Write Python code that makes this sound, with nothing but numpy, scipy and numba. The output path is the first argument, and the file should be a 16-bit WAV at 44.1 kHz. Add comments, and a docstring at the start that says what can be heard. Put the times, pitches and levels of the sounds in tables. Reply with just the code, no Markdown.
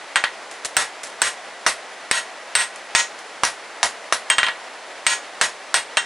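"""Two light hammer taps ring on a bare anvil; then a smith draws out a red-hot bar in a small forge.
Each blow snaps, clanks and rings anvil and hammer. The bar clinks as it is turned, the hammer now and
then bounces on the bare face, and the blown fire rushes behind.
The stereo microphone stands close. Its limiter ducks on every hard snap and recovers as fast as the
clank dies, so those blows seem to hang."""
import sys
import numpy as np
from scipy import signal
from scipy.fft import rfft, irfft, next_fast_len
from scipy.io import wavfile
from numba import njit

SR = 44100
rng = np.random.default_rng(int(sys.argv[2]) if len(sys.argv) > 2 else 0)


def wav_record(signal):
    """Record a signal, one row per channel, as 16-bit PCM in the file named by sys.argv[1]."""
    frames = np.transpose(np.atleast_2d(signal))
    bounded = np.clip(frames, -1, 1)
    # unit amplitude maps onto the largest positive 16-bit level
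    quanta = np.round(bounded * 32767).astype(np.int16)
    wavfile.write(sys.argv[1], SR, quanta)


N = 266805

# blows on the hot bar: start_s, force_db, softness (0-1), face_ring_db, hammer_ring_db
BAR_BLOWS = [ (0.7675, 10, 0.75, -14, -0.5), (1.218, 12.5, 0.58, -10.5, -0.5), (1.6643, 3.5, 0.84, -18, -3),
             (2.1124, 17, 0.19, -12, -3), (2.5525, 19, 0.22, -17, 3), (2.950, 15.5, 0, -4.5, -5.5),
             (3.435, 1.5, 1, -17, -35), (3.83, 0, 1, -14, -8.5), (4.1245, -3.5, 0.84, -26, -12),
             (5.0662, 18, 0.07, -9, -2.5), (5.4128, 6.5, .55, -9.5, -8.5), (5.7422, 5.5, .45, -22, -0.5)]
# the hammer bouncing on the bare face: start_s, force_db, heel_nearness (0-1), hammer_ring_db
FACE_TAPS = [(.158, -1, 0.18, -7), (.239, -6, 0, -17), (4.3009, -1.5, 0.93, 0), (4.383, -3.5, 0.8, -7.5),
             (4.4313, -5, 0.7, -12.5), (4.4654, -13, 0.8, -20), (4.4843, -12, 0, -20),
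             (4.503, -31, 0.3, -16), (5.9707, -4, 0.86, -2)]
# short bright clicks, the bar touching the anvil and one hammer rebound just after a blow:
# start_s, level_db, t60_s
BRIGHT_CLICKS = [(0.511, -31.5, 0.15), (.648, -16, 0.03), (0.653, -17.5, 0.055), (1.033, -27, 0.26),
                 (1.072, -37, 0.043), (2.759, -29, 0.027), (3.189, -33.5, 0.053), (3.45, -7, 0.03)]
# modes of the anvil's body, heel and face, the hammer head and the hot bar: pitch_hz, level_db
BODY_MODES = [(937, -16), (1042, -14), (1396, -15), (1470, -15), (1690, -13), (1890, -13), (1911, -5),
              (2495, -21), (4365, -22)]
HEEL_MODES = [(2747, -9), (2815, -13), (3160, -6), (3190, -12), (3785, -17)]
FACE_MODES = [(4935, -12), (5497, -7), (5750, -10), (5860, -13), (6638, 0), (7343, -8), (7780, -14),
              (8905, -19), (9110, -20), (9440, -19)]
HAMMER_MODES = [(8204, -10), (8232, -6), (10500, -20)]
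BAR_MODES = [(940, 5), (2810, 2.5), (3740, -1), (4350, -4), (5440, 2), (5630, 6), (6220, 4), (7300, -1),
             (9400, -1)]
# noise spectra of the clank, the bright clicks and the fire: frequency_hz, density_db
CLANK_SPECTRUM = [(30, -4.5), (160, -16), (380, -13.5), (620, 0), (950, 1.5), (1750, 10), (2700, 7),
                  (4100, 5.5), (5300, 4), (8100, -1), (11000, 1)]
CLICK_SPECTRUM = [(100, -3), (700, -1), (2000, 7.5), (3500, 3.5), (7000, 5.5), (11000, 2)]
FIRE_SPECTRUM = [(30, -11), (100, -30), (170, -17), (250, -12.5), (400, -5.5), (660, 0.5), (1100, -3.5),
                 (2000, -4.5), (2800, -9.5), (5000, -15), (11000, -25)]
# stereo width of room and fire at the microphone: frequency_hz, side_against_mid_db
ROOM_WIDTH = [(150, -13), (700, -25.5), (2500, -17), (5000, -14), (10000, -3)]
FIRE_WIDTH = [(100, -2), (250, -15), (1000, -21), (3000, -16), (6000, -7), (10000, -3)]

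TOP_HZ = 10900  # treble cut-off
AGE = np.arange(SR // 3) / SR  # seconds since a contact


def bar_blow(force_db, softness, face_db, hammer_db):
    """A blow on the hot bar: soft steel thuds, knocks and sheds scale, and it damps the anvil."""
    return strike(
        force_db, face_db, hammer_db,
        kick_hz=2310 - 1240 * softness,  # longer contact lowers the pitch
        thud_db=4 + 11 * softness, knock_db=-2.5 + 12 * softness, bright_db=-6 + 7 * softness,
        body_db=2 - 4.5 * softness, heel_db=-11 - 6 * softness, bar_db=-15 + 12 * softness)


def face_tap(force_db, heel_nearness, hammer_db):
    """Hammer on bare anvil: the face rings with the hammer, and the thin heel sings when struck near."""
    return strike(
        force_db, face_db=hammer_db - 6, hammer_db=hammer_db, kick_hz=2310,
        thud_db=5.5, knock_db=7.5, bright_db=-16,
        body_db=3, heel_db=-4 + 12 * heel_nearness, bar_db=-np.inf)


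def strike(force_db, face_db, hammer_db, kick_hz, thud_db, knock_db, bright_db,
           body_db, heel_db, bar_db):
    """Close by: the snap of the stopped hammer, then a diffuse clank with the clear rings of steel."""
    # soft hot steel passes a longer push to the anvil stand; crushed scale adds treble
    push = [(450, thud_db), (1100, knock_db), (2400, 0), (3900, 0)]
    snap_tone = [(200, 7.8)] + push + [(5700, bright_db / 2 - 0.5), (10000, bright_db / 2 - 6)]
    clank_tone = push + [(5300, bright_db)]
    cycles = kick_hz * AGE
    kick = undb(8.5) * cycles * np.exp(-cycles / 0.91) * np.sin(2 * np.pi * cycles)
    crack = undb(-5.5) * colour(wash(CLANK_SPECTRUM) * fade(t60_s=0.05), snap_tone)
    # the hammer head rings hardest in the first moment
    ping = undb(hammer_db + 1.5) * ring(HAMMER_MODES, t60_s=0.042, spread=0.19)
    # crowded modes merge with the wall reflections
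    partials = undb(-21) * ring(crowded_modes(), t60_s=0.18, spread=0.75)
    clank = colour(wash(CLANK_SPECTRUM) * fade(t60_s=0.19) + partials, clank_tone)
    anvil = (undb(body_db) * ring(BODY_MODES, t60_s=0.19, spread=0.8)
             + undb(heel_db) * ring(HEEL_MODES, t60_s=0.16, spread=0.5)
             + undb(face_db) * ring(FACE_MODES, t60_s=0.21, spread=0.5))
    bar = undb(bar_db) * ring(BAR_MODES, t60_s=0.075, spread=0.7)
    hammer = undb(hammer_db) * ring(HAMMER_MODES, t60_s=0.18, spread=0.4)
    clank_db = -14 + 0.8 * force_db  # grows more slowly with force than the snap
    return undb(force_db) * (kick + crack + ping) + undb(clank_db) * (clank + anvil + bar + hammer)


def ring(modes, t60_s, spread):
    """Decaying modes, a little different at each blow; high ones reach left and right out of step."""
    out = 0
    for (hz, db), (jitter_db, phase, lag) in zip(modes, rng.standard_normal((len(modes), 3))):
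        angle = 2 * np.pi * hz * AGE + np.pi * phase
        side = spread * hz / TOP_HZ * np.sign(lag) * np.cos(angle)
        out = out + undb(db + jitter_db) * stereo(np.sin(angle), side)
    return out * fade(t60_s)


def crowded_modes(count=40, slope_db_per_octave=-2):
    """The many weak upper modes of anvil and bar; each spot that is struck wakes others."""
    return [(hz, slope_db_per_octave * np.log2(hz / TOP_HZ)) for hz in rng.uniform(1300, TOP_HZ, count)]


def bright_click(t60_s, grit_db=4, echo_db=-15, echo_t60_s=0.21):
    """A gritty click as the bar touches the anvil or the hammer rebounds; the forge walls answer."""
    grains = np.repeat(rng.standard_normal(len(AGE)), SR // 1000)[:len(AGE)]  # about 1 ms each
    click = unit(undb(grit_db * grains) * wash(CLICK_SPECTRUM)) * fade(t60_s)
    echo = undb(echo_db) * wash(CLICK_SPECTRUM) * fade(echo_t60_s)
    return click + echo


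def fire(level_db=-36.5, flutter_hz=14, whine_db=-17):
    """The blown fire behind the anvil: a steady rush, a slight flutter and a faint blower whine."""
    smoothing = signal.butter(2, flutter_hz, fs=SR, output="sos")
    flutter = unit(signal.sosfilt(smoothing, rng.standard_normal(N)))
    whine = wash([(1850, -70), (1950, 0), (2050, -70)], size=N)
    rush = wash(FIRE_SPECTRUM, FIRE_WIDTH, size=N)
    return (rush + undb(whine_db) * whine) * undb(level_db + 0.5 * flutter)


def wash(spectrum, width=ROOM_WIDTH, size=len(AGE)):
    """Diffuse coloured stereo noise, rms near 1."""
    mid, side = unit(colour(rng.standard_normal((2, size)), spectrum))
    return stereo(mid, colour(side, width))


def colour(x, spectrum):
    """Filter by a curve of (frequency_hz, gain_db) points."""
    hz, db = np.transpose(spectrum)
    size = next_fast_len(x.shape[-1] + SR // 10)  # room for the filter to ring out
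    bin_hz = np.maximum(np.fft.rfftfreq(size, 1 / SR), 1)
    gain = undb(np.interp(np.log(bin_hz), np.log(hz), db))
    return irfft(rfft(x, size) * gain, size)[..., :x.shape[-1]]


def fade(t60_s):
    """Exponential decay, 60 dB down after t60_s."""
    return np.exp(-np.log(1000) * AGE / max(t60_s, 1e-4))


def undb(db):
    """Decibels to gain."""
    return 10 ** (np.asarray(db) / 20)


def unit(x):
    """Scale to rms 1."""
    return x / np.sqrt(np.mean(x ** 2))


def stereo(mid, side):
    """Left and right from mid and side."""
    return np.array([mid + side, mid - side])


def add(track, start_s, sound):
    """Mix a stereo sound into a track."""
    start = int(start_s * SR)
    track[:, start:start + len(AGE)] += sound[:, :max(N - start, 0)]


@njit
def follow_peaks(x, attack, release):
    """The limiter's detector: rises fast, falls at a steady rate in dB."""
    out, peak = np.empty(len(x)), 1e-6
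    for i in range(len(x)):
        peak = peak + (x[i] - peak) * attack if x[i] > peak else peak * release
        out[i] = peak
    return out


def scene():
    """The forge from beside the anvil: blows, taps and clicks in front, the fire behind."""
    forge = fire()
    for start_s, force_db, softness, face_db, hammer_db in BAR_BLOWS:
        add(forge, start_s, bar_blow(force_db, softness, face_db, hammer_db))
    for start_s, force_db, heel_nearness, hammer_db in FACE_TAPS:
        add(forge, start_s, face_tap(force_db, heel_nearness, hammer_db))
    for start_s, level_db, t60_s in BRIGHT_CLICKS:
        add(forge, start_s, undb(level_db) * bright_click(t60_s))
    return forge


def record(dry, limit_db=-3, attack_s=0.0001, recovery_db_per_s=350, low_cut_hz=170):
    """The close microphone's chain: bass cut, fast limiter whose overshoot clips, treble cut-off."""
    bass_cut = signal.sosfilt(signal.butter(1, low_cut_hz, "high", fs=SR, output="sos"), dry)
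    attack = 1 - np.exp(-1 / (attack_s * SR))
    release = float(undb(-recovery_db_per_s / SR))
    peak = follow_peaks(np.abs(bass_cut).max(axis=0), attack, release)
    duck = np.minimum(1, undb(limit_db) / peak)
    limited = np.clip(bass_cut * duck, -1, 1)
    return signal.sosfilt(signal.ellip(10, 0.2, 70, TOP_HZ, fs=SR, output="sos"), limited)


dry = scene()
out = record(dry)
wav_record(out)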